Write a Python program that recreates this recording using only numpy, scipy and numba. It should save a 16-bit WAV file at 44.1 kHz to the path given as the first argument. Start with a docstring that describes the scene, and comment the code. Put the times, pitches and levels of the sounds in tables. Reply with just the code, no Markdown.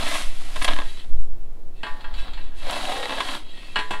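"""Gravel crunches under a long hollow metal screed: pulled, lifted, set down, nudged and pulled again.
Fine stones spill ahead of the blade; it judders as it catches, and the heap groans in the second pull.
The metal clangs when it is set down and rings lightly when loose stones tick against it.
House walls echo the work; wind buffets the microphone over a faint outdoor hum."""
import sys
import numpy as np
from scipy import signal
from scipy.fft import rfft, irfft
from scipy.io import wavfile
from numba import njit

SR = 44100
rng = np.random.default_rng(int(sys.argv[2]) if len(sys.argv) > 2 else 0)


def dump(signal):
    """Clip the signal to [-1, 1] and save it as 16-bit WAV at the path in sys.argv[1]."""
    limited = np.clip(np.atleast_2d(signal).T, -1, 1)
    pcm = np.round(limited * 32767).astype(np.int16)
    wavfile.write(sys.argv[1], SR, pcm)


N = 176400
COARSE_PER_S, FINES_PER_S = 2200, 7000  # stone contacts
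NEAR_WALL_S, NEAR_WALL_DB = .003, -15.5


def undb(db):
    """Decibels to gain."""
    return 10 ** (np.asarray(db) / 20)


def clock(size=N):
    """Time of every sample."""
    return np.arange(size) / SR


def unit(x):
    """Scale to rms 1."""
    return x / np.sqrt(np.mean(x ** 2))


def fader(rows):
    """Gain from (time [s], level [dB]) rows, silent outside them."""
    return undb(np.interp(clock(), *np.array(rows).T, left=-120, right=-120))


def gains(spectrum, hz):
    """Gain of a spectrum at the given frequencies."""
    f, db = np.array(spectrum).T
    return undb(np.interp(np.log(hz + 1e-6), np.log(f), db))


def response(spectrum, size=2048):
    """Minimum-phase impulse response of a spectrum, with unit energy."""
    cepstrum = irfft(np.log(gains(spectrum, np.fft.rfftfreq(size, 1 / SR))))
    cepstrum[1:size // 2] *= 2
    cepstrum[size // 2 + 1:] = 0
    return unit(irfft(np.exp(rfft(cepstrum)))) / np.sqrt(size)


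def through(x, impulse):
    """Pass a sound through an impulse response."""
    return signal.oaconvolve(x, impulse)[:N]


def delay(x, s):
    """Start a sound s seconds late."""
    return np.pad(x, (max(int(s * SR), 0), N))[:N]


def noise(spectrum):
    """Steady coloured noise, rms 1."""
    return unit(irfft(rfft(rng.standard_normal(N)) * gains(spectrum, np.fft.rfftfreq(N, 1 / SR)), N))


def stones(per_s, spread_db, size=N):
    """Random stone contacts, many small and a few large; rms 1."""
    when, big, sign = rng.random((3, size))
    strength = undb(spread_db * np.minimum(-np.log(1 - big), 4))
    return unit((when < per_s / SR) * strength * np.sign(sign - .5) + 1e-12)


def burst(shape, per_s):
    """A cluster of stone contacts that carries the energy of its envelope."""
    return unit(shape * stones(per_s, spread_db=3.0, size=len(shape))) * np.sqrt(np.mean(shape ** 2))


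def ring(modes, size=SR // 2):
    """Decaying modes of alternating sign from (pitch [Hz], level [dB], t60 [s]) rows."""
    t = clock(size)
    return sum((-1) ** k * undb(db) * np.sin(2 * np.pi * hz * t) * np.exp(-np.log(1000) * t / t60)
               for k, (hz, db, t60) in enumerate(modes))


# dark outdoor bed (frequency [Hz], relative level [dB])
HUM_EQ = [(30, -23), (70, 9), (130, -3), (330, -1.5), (700, -8), (1100, -15.5), (1800, -23), (4000, -29.5),
          (10000, -34)]
def hum(level_db=-51):
    """A faint, steady wash of low outdoor noise."""
    return undb(level_db) * noise(HUM_EQ)


# deep sway and low flutter (frequency [Hz], relative level [dB])
SWAY_EQ = [(1, -28.5), (5, 3.5), (9, -4.5), (16, -18.5), (30, -27), (45, -39.5), (65, -59), (120, -53.5),
           (400, -95)]
BUFFET_EQ = [(10, -45), (25, 4), (45, 15), (70, -33), (120, -22), (400, -53)]
# swell of the gusts (time [s], level [dB])
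GUSTS = [(0, -18), (.13, -26.5), (.22, -11.5), (.4, -19.5), (.75, -12), (1.0, -22.5), (1.15, -10.5),
         (1.35, -16), (1.6, -22.5), (2.05, -18.5), (2.18, -9.5), (2.28, -15), (2.65, -19), (3.3, -27.5),
         (3.68, -24), (4, -21.5)]
def wind(buffet_db=-7.5, buffet_power=2.19):
    """Wind sways on the microphone; the strongest gusts break into a flutter."""
    gust = fader(GUSTS)
    return noise(SWAY_EQ) * gust + undb(buffet_db) * noise(BUFFET_EQ) * gust ** buffet_power


def yard_echo(x, level_db=-17.5, t60_s=.18):
    """The houses around throw back a short diffuse tail."""
    wash = noise([(100, 4.5), (2000, 1), (5000, -19.5), (15000, -9)])[:SR]
    tail = wash * np.exp(-np.log(1000) * clock(SR) / t60_s)
    return undb(level_db) * through(delay(x, NEAR_WALL_S), unit(tail) / np.sqrt(SR))


# metallic shimmer (frequency [Hz], relative level [dB])
SHIMMER_EQ = [(2000, -6.5), (3000, -2), (4400, -2.5), (5400, -18.5), (6500, -20.5), (8000, -13),
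              (10000, -21), (13000, -30)]
def overtones(count=110, spacing_power=1.6, t60_s=.22):
    """The irregular high modes of the hollow blade, sparser toward the top; one ring per row."""
    place = (np.arange(count) + rng.uniform(0, 1.97, count)) / (count + 1)
    low_hz, high_hz = SHIMMER_EQ[0][0], SHIMMER_EQ[-1][0]
    pitches = low_hz + (high_hz - low_hz) * place ** spacing_power
    levels = 20 * np.log10(gains(SHIMMER_EQ, pitches))
    return np.array([ring([(hz, db, t60_s)]) for hz, db in zip(pitches, levels)])


def at_spot(modes, scatter_db=7):
    """One point of contact gives each ringing mode its own strength and sign."""
    strength, sign = rng.uniform(-1, 1, (2, len(modes)))
    return (np.sign(sign) * undb(scatter_db * strength)) @ modes


def tinkle(per_s=700, low_hz=4500, high_hz=10500, t60_s=.04):
    """Stones click against each other, each with its own brief high pitch; rms 1."""
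    out = np.zeros(N + SR)
    for when, pitch, strength in rng.random((int(per_s * N / SR), 3)):
        grain = strength * ring([(low_hz + pitch * (high_hz - low_hz), 0, t60_s)], size=2048)
        start = int(when * N)
        out[start:start + len(grain)] += grain
    return unit(out[:N])


def ping(at_s=.631, hz=9400, level_db=-32, t60_s=.14):
    """One loose stone gives a thin high ping."""
    return delay(ring([(hz, level_db, t60_s)]), at_s)


# light ring of the blade's walls (pitch [Hz], relative level [dB], t60 [s])
WALL_MODES = [(1620, -8, .15), (1880, 2, .1), (2645, 2, .1), (2930, -4, .1), (3250, 2, .13), (3450, -2, .1),
              (3900, 4, .1), (4360, -5, .1)]
# stones skimming the blade (time [s], level [dB])
SKIM = [(0, -32), (.3, -50), (.6, -61), (.89, -43.5), (.94, -54), (1.0, -41), (1.07, -69), (1.73, -83),
        (1.77, -54), (1.97, -66), (2.12, -75), (2.19, -38.5), (2.28, -51), (2.45, -51.5), (2.52, -63),
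        (2.59, -47.5), (2.74, -37.5), (3.32, -37.5), (3.44, -50.5), (3.58, -45), (3.73, -48), (4, -52)]
def ticks(shimmer, per_s=660, spot_s=.09, shimmer_db=-3.5, tinkle_db=-21.5):
    """Loose stones tinkle and ring the blade's walls; the colour shifts as the contact wanders."""
    taps, step = stones(per_s, spread_db=2.0), int(spot_s * SR)
    modes = np.array([ring([mode]) for mode in WALL_MODES])
    walls = np.zeros(N + SR)
    for i in range(0, N, step):
        spot = unit(unit(at_spot(modes)) + undb(shimmer_db) * unit(at_spot(shimmer)))
        rung = signal.fftconvolve(taps[i:i + step], spot)
        walls[i:i + len(rung)] += rung
    return (unit(walls[:N]) + undb(tinkle_db) * tinkle()) * fader(SKIM)


@njit
def resonate(x, hz, width_hz):
    """State-variable band-pass whose centre moves every sample."""
    out, band_state, low_state = np.empty(len(x)), 0., 0.
    for i in range(len(x)):
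        tuning, damping = np.tan(np.pi * hz[i] / SR), width_hz / hz[i]
        band = (band_state + tuning * (x[i] - low_state)) / (1 + tuning * (tuning + damping))
        band_state = 2 * band - band_state
        low_state += 2 * tuning * band
        out[i] = damping * band
    return out


# groan of the pushed heap (time [s], upper pitch [Hz], lower pitch [Hz], level [dB])
GROAN_GLIDE = [(2.62, 620, 570, -62), (2.67, 670, 570, -36), (2.78, 750, 595, -40.5), (2.92, 734, 613, -28),
               (2.99, 774, 502, -36), (3.13, 883, 520, -37.5), (3.199, 870, 520, -40.5)]
def groan(width_hz=45., lower_db=-2):
    """Under load, stick and slip of the stones drives two gliding resonances."""
    s, upper_hz, lower_hz, db = np.array(GROAN_GLIDE).T
    slips = stones(COARSE_PER_S, spread_db=6.5)
    upper = unit(resonate(slips, np.interp(clock(), s, upper_hz), width_hz))
    lower = unit(resonate(slips, np.interp(clock(), s, lower_hz), width_hz))
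    return unit(upper + undb(lower_db) * lower) * fader(list(zip(s, db)))


def focus_db(hz, centre_hz, db_per_octave=4.5):
    """A blow drives the pitches around its centre most strongly."""
    return -db_per_octave * np.abs(np.log2(hz / centre_hz))


# clang of the free blade (pitch [Hz], relative level [dB], t60 [s])
BLADE_MODES = [(318, -28.5, .5), (430, -31, .6), (630, -27, .42), (858, -28, .6), (955, -30, .36),
               (1001, -29, .36), (1152, -29, .32), (1400, -33, .26), (1525, -33, .34), (1597, -23, .25),
               (1656, -25.5, .27), (1787, -33, .45), (1828, -33, .45), (1895, -29, .27), (2634, -23.5, .15),
               (2925, -25, .19), (3254, -26, .25), (3369, -24, .18)]
# stony crack of a landing (frequency [Hz], relative level [dB])
CRACK_EQ = [(150, 11.5), (300, 10), (500, 2), (900, 10.5), (1700, 2), (3100, -10.5), (4300, 1.5),
            (5500, -34.5), (7500, -11.5), (10000, -28), (15000, -30)]
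# landings and bumps (time [s], gain [dB], centre [Hz], crack trim [dB], brightness [dB])
KNOCKS = [(1.832, -11.5, 1850, 3, -19), (1.866, -11, 1420, -1.5, -32), (2.007, -24.5, 4120, 1, -13),
          (2.043, -17, 1230, -1, -37), (2.14, -22.5, 4290, 4, -28), (2.18, -30, 3820, 5.5, -22),
          (2.334, -24, 3950, 4.5, -30), (2.373, -26, 1780, 7, -28), (2.515, -31.5, 1060, -8, -35),
          (3.758, -0.5, 2260, 0.5, -34), (3.789, -6.5, 1650, 3, -13), (3.907, -6.5, 1130, 4, -7.5),
          (3.935, -12, 1490, 2.5, -26)]
def knocks(shimmer, crack_db=-23, crack_s=.017, sheen_db=-36, scatter_db=5.5):
    """The blade lands: a crack of stones, its free ring and overtones, each blow at another spot."""
    size = shimmer.shape[1]
    snap = undb(crack_db) * np.exp(-clock(size) / crack_s)
    bins_hz = np.fft.rfftfreq(N, 1 / SR) + 1
    out = 0
    for s, db, centre_hz, trim_db, bright_db in KNOCKS:
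        colour = response([(hz, level + focus_db(hz, centre_hz)) for hz, level in CRACK_EQ])
        crack = through(burst(snap, FINES_PER_S), colour)[:size]
        clang = ring([(hz, level + focus_db(hz, centre_hz) + scatter_db * rng.uniform(-1, 1), t60)
                      for hz, level, t60 in BLADE_MODES])
        sheen = irfft(rfft(at_spot(shimmer), N) * undb(focus_db(bins_hz, centre_hz)), N)[:size]
        top = at_spot(shimmer[len(shimmer) // 2:])
        bright = undb(bright_db) * top / np.linalg.norm(top)
        attack = undb(trim_db) * (crack + undb(sheen_db) * sheen)
        out = out + delay(undb(db) * (clang + bright + attack), s)
    return out


# sizzle of fine stones (frequency [Hz], relative level [dB])
FINES_EQ = [(500, -22.5), (2000, 8), (4000, 5.5), (6000, -1), (8000, 0), (10300, -0.5), (12000, -8.5),
            (14000, -21), (16000, -37)]
def fine_stones(contacts):
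    """Each contact of a tiny stone is a bright click."""
    return through(contacts, response(FINES_EQ))


# body of a jolt (frequency [Hz], relative level [dB])
JOLT_EQ = [(100, -19), (290, 2.5), (460, -11.5), (660, 9), (840, -8), (1060, 7), (1450, -4), (1700, 2),
           (2400, -2.5), (3700, -0.5), (4600, -15), (6500, -24.5), (15000, -59)]
# the blade catches and jumps (time [s], level [dB], decay [s], relative grit level [dB])
JOLTS = [(0.064, -26.5, 0.016, -24), (0.112, -27, 0.031, -25), (0.143, -25.5, 0.019, -23),
         (0.5596, -28, 0.014, -11), (0.6153, -23.5, 0.01, -23), (0.623, -33, 0.0091, 4),
         (0.645, -20, 0.0093, -2.5), (0.678, -16.5, .016, -23), (0.706, -28.5, 0.028, -32),
         (0.734, -15.5, 0.0018, -39), (.7635, -24.5, 0.0034, -14), (.787, -24.5, 0.0067, -15),
         (0.801, -26.5, 0.0034, -21), (0.8177, -28, 0.0038, -20), (2.709, -34.5, 0.0035, 8),
         (2.853, -24.5, 0.0037, -15), (2.916, -26.5, 0.0096, -29), (2.964, -31, 0.011, -25),
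         (3.028, -27.5, 0.012, -28), (3.056, -20.5, 0.0025, -16), (3.094, -23.5, 0.0027, -14),
         (3.105, -21.5, 0.0025, -28), (3.119, -28, 0.016, -35), (3.179, -26.5, 0.011, -25),
         (3.202, -21, 0.014, -15.5), (3.287, -26, 0.0065, -30), (3.337, -29, 0.0036, -25)]
def judder(loaded_t60_share=.44, per_s=2700, ring_db=-8.5):
    """Each catch crushes a short burst of stones and jars the blade, damped by its load."""
    t = clock(SR // 4)
    body, grit = 0, 0
    for s, db, decay_s, grit_db in JOLTS:
        shape = undb(db) * np.exp(-(t / decay_s) ** 2)
        body = body + delay(burst(shape, per_s), s)
        grit = grit + delay(undb(grit_db) * burst(shape, FINES_PER_S), s)
    loaded = ring([(hz, db, t60 * loaded_t60_share) for hz, db, t60 in BLADE_MODES])
    jarred = undb(ring_db) * through(body, loaded / np.linalg.norm(loaded))
    return through(body, response(JOLT_EQ)) + jarred + fine_stones(grit)


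# body of the crunch (frequency [Hz], relative level [dB])
CRUNCH_EQ = [(100, -47.5), (200, 0.5), (300, 7), (430, -13), (570, 5.5), (780, 5.5), (1150, 4.5), (1450, 2),
             (2400, -4.5), (3800, 0), (4800, -7.5), (6000, -27.5), (15000, -36)]
# grind under the blade: first pull, then a light push and second pull (time [s], level [dB])
DRAGS = [
    [(0, -30), (.1, -37), (.15, -42), (.21, -37), (.3, -51.5), (.78, -41), (.87, -54), (.93, -56),
     (1.05, -57.5), (1.15, -101)],
    [(1.85, -50.5), (2.05, -51.5), (2.2, -48.5), (2.29, -44.5), (2.36, -57), (2.39, -51), (2.5, -57),
     (2.56, -65), (2.63, -44), (2.7, -30.5), (2.85, -36), (3.0, -40.5), (3.14, -36), (3.22, -38.5),
     (3.34, -33), (3.44, -59), (4, -49.5)],
]
# spill ahead of the blade (time [s], level [dB])
SPILL = [(0, -37), (.17, -30), (.24, -38), (.32, -47), (.43, -45.5), (.53, -44.5), (.66, -37), (.83, -48.5),
         (.95, -49.5), (1.2, -68.5), (1.74, -73), (1.9, -56.5), (2.12, -69), (2.18, -57), (2.33, -67),
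         (2.53, -67), (2.58, -51), (2.65, -49), (2.72, -39.5), (2.92, -39), (3.08, -44.5), (3.35, -39.5),
         (3.46, -64), (3.66, -55.5), (4, -55)]
def crunch(surge_db=3):
    """Stones grind under the blade in uneven surges; finer ones spill ahead of it."""
    surge = undb(surge_db * noise([(3, -20), (15, 0), (60, -2), (200, -18), (1000, -90)]))
    coarse = stones(COARSE_PER_S, spread_db=1.0) * surge * sum(fader(drag) for drag in DRAGS)
    spill = stones(FINES_PER_S, spread_db=2.5) * fader(SPILL)
    return through(coarse, response(CRUNCH_EQ)) + fine_stones(spill)


def scene():
    """Gravel mirrored by the near wall and the ringing blade, over yard echo, hum and wind."""
    gravel = crunch() + judder()
    reflection = undb(NEAR_WALL_DB) * delay(gravel, NEAR_WALL_S)
    shimmer = overtones()
    work = gravel + reflection + groan() + ticks(shimmer) + ping() + knocks(shimmer)
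    return (work + yard_echo(work) + hum() + wind())[None]


def record(dry):
    """A steep low-pass cuts the very top."""
    top_hz = 15750
    return signal.sosfilt(signal.ellip(10, .2, 80, top_hz, fs=SR, output="sos"), dry)


dry = scene()
out = record(dry)
dump(out)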